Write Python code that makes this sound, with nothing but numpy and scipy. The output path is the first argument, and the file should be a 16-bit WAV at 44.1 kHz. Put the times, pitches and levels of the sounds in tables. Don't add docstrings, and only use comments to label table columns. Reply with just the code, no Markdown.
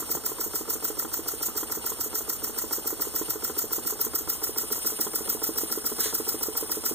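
import sys
import numpy as np
from scipy import signal
from scipy.fft import rfft, irfft
from scipy.io import wavfile
from scipy.ndimage import uniform_filter1d

SR = 44100
rng = np.random.default_rng(int(sys.argv[2]) if len(sys.argv) > 2 else 0)


def how_loud(loudness_db):
    steps = np.asarray(loudness_db, float) / 20
    return 10 ** steps


def store_wav(level_fs):
    pcm = np.round(np.clip(np.atleast_2d(level_fs), -1, 1) * 32767)
    wavfile.write(sys.argv[1], SR, pcm.T.astype(np.int16))


N = 306054
T = np.arange(N) / SR
HZ = np.fft.rfftfreq(N, 1 / SR)
TURN_ROUND_S = 3.8, 4.5

# [f/Hz, crack treble level/dB, crack body level/dB, blow-down level/dB, leak level/dB]
AIR_COLOURS = [(1445, -43, -15, -33, -37), (2680, -43, -12.5, -24, -6), (3756, -45, -11.5, -18.5, -15),
               (5420, -47, 8.5, -2.5, -10.5), (6570, -34, -6, -1, -21.5), (7860, -34, 7.5, 5, -10.5),
               (8830, -18, -4, -8, 1.5), (10500, -14, -7.5, -4.5, -6.5), (12500, -16, -15, -1, -14.5),
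               (15500, -8, -28, -4.5, -21)]
# [t/s, hiss level/dB, whistle level/dB]
FITTING = [
    (0, -42.5, -52),
    (1.501, -42, -59),
    (3.001, -41.5, -61),
    (4, -41.5, -57),
    (4.8, -40, -42),
    (5.8, -40, -42),
    (6.94, -39.5, -47),
]
# [f/Hz, t60/s, then level/dB in each of the four clacks]
FRAME_MODES = [(314, 0.036, -7, -11.5, 1.5, 1.5), (432, 0.033, -4.5, -5.5, -2, -35),
               (817, 0.046, -8, -7.5, -4, 1), (942.6, 0.052, -6, -8.5, -9, -30),
               (1032, 0.023, -0.5, 5.5, 6.5, 11), (1201, 0.044, -6, -5.5, 0.5, 1.5),
               (1357, 0.035, -2.5, 9, 2, 4.5), (1527, 0.0081, -10, -7.5, -5, -44),
               (1893, 0.068, -21.5, -4.5, -11.5, -13), (2183, 0.022, -11, -7, -5.5, -18),
               (3293, 0.025, -13, -31, -19, -3)]


def exhaust():
    # [f/Hz, level/dB]
    shade = [(4500, -2.5), (5400, -5.5), (6300, 0), (7100, 1), (7900, -4), (8600, 0.5), (12000, 0),
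             (14600, -2)]
    # [share of turn, top level/dB, rise/dB per turn, fall/dB per turn]
    crack_lobes = [
        (0, 0.5, 195, 162),
        (0.839, -22, 330, 200),
    ]
    blow_lobes = [
        (0, -6, 149, 40.3),
        (0.251, 0, 57.8, 90),
        (.45, -9, 60, 75),
    ]
    crack_s, treble_db, puff_db = crank()[:3]
    chance = rng.standard_normal((3, len(crack_s))).clip(-2, 2)
    treble_db = treble_db + 0.3 * chance[0]
    puff_db = puff_db + 1.0 * chance[1]
    body_db = -30.5
    turns = angle()
    nearest = np.round(turns).astype(int)
    crack_db = opening(turns, crack_lobes, shut_db=-33.5)
    blow_db = opening(turns, blow_lobes, shut_db=-39)
    crack_db *= 1 + 0.1 * chance[2][nearest]

    hz, treble, body, blow, _ = np.transpose(AIR_COLOURS)
    flutter_db = 0.94 * walk(150)
    out = colour(hz, treble) * how_loud(crack_db + treble_db[nearest] + flutter_db)
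    out += colour(hz, body) * how_loud(0.55 * crack_db + body_db + 2.5 + flutter_db)
    puff = colour(hz, blow) * how_loud(blow_db + np.interp(T, crack_s + 0.035, puff_db) + 1.5 * walk(90))
    low = signal.sosfiltfilt(signal.butter(4, 10500, fs=SR, output="sos"), puff)
    high = puff - low
    turned = phone_turned()
    out += low * how_loud(0.47 * walk(8.5))
    out += high * how_loud(0.71 * walk(11) + 0.5 * turned)
    shaded = irfft(rfft(out) * how_loud(np.interp(HZ, *np.transpose(shade))), N)
    return turned * out + (1 - turned) * shaded


def table_thumps():
    # [f/Hz, level/dB, t60/s]
    table_modes = [(193, -23, 0.26), (238.7, -8, 0.17), (329.8, -2.5, 0.11), (389, 13.5, 0.02),
                   (428.7, 0, 0.1), (545, -9.5, 0.04), (729, -9, .03)]
    out = np.zeros((2, N))
    hard_db, soft_db = crank()[3:]
    hard_db = hard_db + odd_turns()[0]
    for share, level_db in ((0.362, hard_db), (0.894, soft_db)):
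        for s, db in beats(share, level_db, scatter_db=0.5):
            strike(out, s, db, *np.transpose(table_modes), push_s=0.0012)
    return out


def linkage_clacks():
    # [share of turn after the crack, level/dB, scatter/dB, level change once the phone has turned/dB]
    clack_rows = [
        (-.165, -33.5, 1.64, 1.1),
        (.006, -34.5, 1.3, -1.5),
        (.203, -37, 2, -0.5),
        (.37, -38, 2.5, -1.4),
    ]
    out = np.zeros((2, N))
    hz, t60, *mode_levels = np.transpose(FRAME_MODES)
    extra_db = odd_turns()[1]
    for k, (share, level_db, scatter_db, turned_db) in enumerate(clack_rows):
        level_db = level_db + np.interp(crank()[0], TURN_ROUND_S, [0, turned_db])
        if k == len(clack_rows) - 1:
            level_db = level_db + extra_db
        for s, db in beats(share, level_db, scatter_db):
            strike(out, s, db, hz, mode_levels[k], t60, push_s=0.0007)
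    return out


def valve_ticks():
    # [f/Hz, level/dB, t60/s]
    valve_modes = [(3100, 0, .015), (3500, 0, .015), (3950, -2, .012)]
    out = np.zeros((2, N))
    for s, db in beats(0.725, -52, scatter_db=2.0):
        strike(out, s, db, *np.transpose(valve_modes), push_s=0.0003)
    return out


def rattle():
    out = np.zeros((2, N))
    hz, t60, mode_db = np.transpose(FRAME_MODES)[:3]
    taps_per_s = 150
    for when, size in rng.random((int(taps_per_s * N / SR), 2)):
        db = -51.5 - 2.5 * np.log(size + 0.00029)
        strike(out, when * T[-1], db, hz, mode_db, 0.59 * t60, push_s=0.0004, scatter_db=8.0, detune=0.069)
    return out


def leak():
    s, hiss_db, _ = np.transpose(FITTING)
    air = np.transpose(AIR_COLOURS)
    return colour(air[0], air[4]) * how_loud(np.interp(T, s, hiss_db) + supply_swing() + 2.6 * walk(40))


def whistle():
    s, _, whistle_db = np.transpose(FITTING)
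    hz = 9100 + 330 * np.array([-3, -1, 0, 1, 2, 4])
    level_db = np.interp(T, s, whistle_db) + supply_swing() + 3.0 * walk(45)
    near, far = colour(hz, [-22, -4, 0, -5, -13, -24]) * how_loud(level_db)
    return np.array([near, 0.41 * near + 0.13 * far])


def hand_bumps():
    # [t/s, level/dB, f/Hz, t60/s]
    bump_rows = [
        (0.1534, -34, 170, 0.049),
        (0.1528, -26, 540, 0.0054),
        (3.29, -39, 90, .12),
        (4.271, -42, 95, 0.11),
        (5.257, -36, 408, 0.056),
        (5.258, -39, 1350, 0.024),
    ]
    out = np.zeros((2, N))
    for s, db, hz, t60 in bump_rows:
        modes_hz = hz * np.array([1, 1.35, 1.75])
        strike(out, s, db, modes_hz, np.array([0, 0, -3.0]), t60 * np.ones(3), push_s=0.0008)
    return out


def sleeve_brush():
    # [t/s, level/dB]
    brush_db = [
        (5.98, -45),
        (6.0, -35),
        (6.05, -28.5),
        (6.1, -33),
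        (6.14, -44),
        (6.2, -66),
    ]
    brush = colour([900, 1500, 2500, 5000, 9000, 14000], [-8, -4.5, -7.5, -2.0, -1.5, -11.5])
    return brush * how_loud(np.interp(T, *np.transpose(brush_db), left=-90, right=-90) + 1.2 * walk(120))


def room():
    # [f/Hz, level/dB]
    murmur = [(25, -1), (33, -2.5), (48, -3), (60, 1), (72, 1.5), (160, -8), (250, -10.5), (440, -2),
              (600, -9), (1300, -12), (2000, -21.5), (4000, -27.5)]
    return colour(*np.transpose(murmur)) * how_loud(-45.5 + 0.43 * walk(6))


def crank():
    # [crack t/s, crack treble level/dB, second puff level/dB, hard thump level/dB,
    # soft thump level/dB]
    third_turns = [(-0.0299, -18, -28.5, -32.5, -33.5), (0.411, -23, -28, -30.5, -31.5),
                   (0.8506, -20.5, -29.5, -28.5, -34), (1.286, -23, -28.5, -32.5, -34.5),
                   (1.7222, -22, -29, -32, -32.5), (2.155, -22.5, -28, -34, -33),
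                   (2.588, -23.5, -28, -29.5, -32.5), (3.02, -20, -30, -30, -32.5),
                   (3.4482, -22, -29.5, -29, -31.5), (3.8736, -19.5, -27.5, -30, -32.5),
                   (4.2993, -20, -29.5, -33, -32.5), (4.727, -21.5, -30.5, -29, -29.5),
                   (5.158, -20.5, -30, -29.5, -31.5), (5.583, -22, -29.5, -26.5, -30),
                   (6.008, -21, -31.5, -26.5, -30.5), (6.434, -22.5, -31.5, -27, -34.5),
                   (6.862, -23, -30.5, -27, -32), (7.287, -23, -34, -31, -30)]
    row_at = np.arange(len(third_turns))
    turn_at = np.arange((len(third_turns) - 1) * 3 + 1) / 3
    return [np.interp(turn_at, row_at, column) for column in np.transpose(third_turns)]


def angle():
    crack_s = crank()[0]
    return np.interp(T, crack_s, np.arange(len(crack_s)))


def from_share(turns, share):
    return (turns - share + 0.5) % 1 - 0.5


def opening(turns, lobes, shut_db):
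    power = how_loud(shut_db) ** 2
    for share, top_db, rise, fall in lobes:
        past = from_share(turns, share)
        power = power + how_loud(top_db - np.where(past > 0, fall, -rise) * past) ** 2
    return 10 * np.log10(power)


def supply_swing():
    # [share of turn, level/dB, width/turns]
    pulls = [
        (0.905, -4, 0.015),
        (0.089, -0.5, 0.036),
        (.37, -2, 0.02),
        (.55, -2.5, 0.042),
        (.7, 2.5, 0.05),
    ]
    turns = angle()
    return sum(db * np.exp(-0.5 * (from_share(turns, share) / width) ** 2) for share, db, width in pulls)


def odd_turns():
    odd_rows = {7: (1.8, 4.2), 11: (2.6, 8.4), 16: (-10, -1.1), 22: (2.5, 4.1), 30: (-8, -2.3), 33: (-7, 0),
                35: (1, 7), 38: (3.8, 3.6), 39: (1.4, -1)}
    return np.transpose([odd_rows.get(turn, (0, 0)) for turn in range(len(crank()[0]))])


def beats(share, db, scatter_db):
    crack_s = crank()[0]
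    turns = np.arange(len(crack_s))
    chance = rng.standard_normal((2, len(crack_s))).clip(-2, 2)
    when = np.interp(turns + share, turns, crack_s) + 0.0008 * chance[0]
    return [row for row in zip(when, db + scatter_db * chance[1]) if 0 < row[0] < T[-1]]


def strike(out, s, db, hz, mode_db, t60, push_s, scatter_db=1.2, detune=0.006):
    t = np.arange(int(min(0.14, t60.max()) * SR)) / SR
    chance = rng.standard_normal((3, len(hz)))
    pitch = hz * (1 + detune * chance[0])
    modes = np.exp(np.outer(2j * np.pi * pitch - np.log(1000) / t60, t))
    size = how_loud(mode_db + scatter_db * chance[1])
    sizes = np.array([size, size * np.exp(2.51j * chance[2])])
    ring = (sizes @ modes).imag * (1 - np.exp(-t / push_s)) ** 2
    ring *= how_loud(db + 3.5) / np.abs(ring[0]).max()
    i = max(int((s - push_s) * SR), 0)
    out[:, i:i + len(t)] += ring[:, :N - i]


def colour(hz, db):
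    gain = how_loud(np.interp(np.log(HZ + 1), np.log(hz), db, left=-90))
    x = irfft(rfft(rng.standard_normal((2, N))) * gain, N)
    return x / x.std()


def walk(rate):
    k = int(SR / rate)
    steps = np.repeat(rng.standard_normal(N // k + 1), k)
    return uniform_filter1d(uniform_filter1d(steps, k), k)[:N]


def phone_turned():
    return np.interp(T, TURN_ROUND_S, [0, 1])


def ports(paths):
    # [f/Hz, lead before the turn/rad, lead after/rad]
    lead_rows = [(100, -3.1, -3.1), (250, -.55, -.4), (2000, .3, .4), (2330, 3.0, 2.9), (2700, 3.4, 3.35),
                 (3400, 6.15, 6.1), (4000, 6.35, 6.4), (4300, 6.9, 8.3), (4700, 9.1, 9.42),
                 (5200, 9.75, 9.42), (5650, 10.8, 10.0), (9000, 18.8, 18.7), (9950, 21.7, 20.3),
                 (10260, 22.0, 20.6), (10330, 22.05, 23.6), (10600, 22.3, 23.9), (16000, 36.3, 36.0)]
    # [f/Hz, right port's own path against the shared one/dB, left minus right/dB]
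    balance = [(60, 2, -4.5), (300, -4, -4.5), (700, 0, -1), (1300, -13, 0), (2050, 0, 0), (2500, -10, 0),
               (3050, -1, .5), (3750, -11, 0), (4350, -8, 1), (5300, -13, 0), (6100, 2, -1.5),
               (7600, 6, -2.5), (9000, -5, 0), (10300, -7, 0), (12800, 2, -2), (14000, -5, 2.5),
               (15200, 1, -2.5)]
    shared, own = rfft(paths)
    hz, own_db, pan_db = np.transpose(balance)
    ratio = how_loud(np.interp(HZ, hz, own_db))
    pan = how_loud(np.interp(HZ, hz, pan_db) / 2)
    right = (shared + ratio * own) / np.sqrt(1 + ratio ** 2) / pan
    hz, *leads = np.transpose(lead_rows)
    before, after = (irfft(right * np.exp(1j * np.interp(HZ, hz, lead)), N) for lead in leads)
    turned = phone_turned()
    return np.array([irfft(shared * pan, N), (1 - turned) * before + turned * after])


def joint_stereo(x):
    lead_in = 291
    both = np.pad(np.array([x[0] + x[1], x[0] - x[1]]) / 2, ((0, 0), (lead_in, 0)))
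    frames = dict(window="cosine", nperseg=2048, noverlap=1024)
    z = signal.stft(both, **frames)[2]
    edges = np.r_[0, 48:208:8, 208:570:16]
    power = np.add.reduceat(np.abs(z) ** 2, edges, axis=1)
    total = power.sum((0, 1))
    drop_db = -9.5 + 2.5 * rng.standard_normal(power.shape)
    strong = power > power[::-1] * how_loud(drop_db) ** 2
    attack = total > np.roll(total, 1) * how_loud(4.5) ** 2
    keep = strong | attack
    keep[:, 0] = True
    band = np.searchsorted(edges, np.arange(z.shape[1]), side="right") - 1
    mid, side = signal.istft(z * keep[:, band], **frames)[1][:, lead_in:lead_in + N]
    return np.array([mid + side, mid - side])


def scene():
    engine = exhaust() + table_thumps() + linkage_clacks() + valve_ticks() + rattle()
    around = leak() + hand_bumps() + sleeve_brush() + room()
    return ports(engine + around) + whistle()


def band_limit(x):
    return signal.sosfilt(signal.butter(12, 16060, fs=SR, output="sos"), x)


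def record(dry):
    # [f/Hz, level/dB]
    port_ring = [(12900, 0), (13400, 6), (14050, 11.5), (14900, 5), (15400, 10)]
    top = how_loud(np.interp(HZ, *np.transpose(port_ring))) / (1 + (HZ / 15500) ** 300)
    mix = joint_stereo(irfft(rfft(dry) * top, N))
    return band_limit(mix)


dry = scene()
out = record(dry)
store_wav(out)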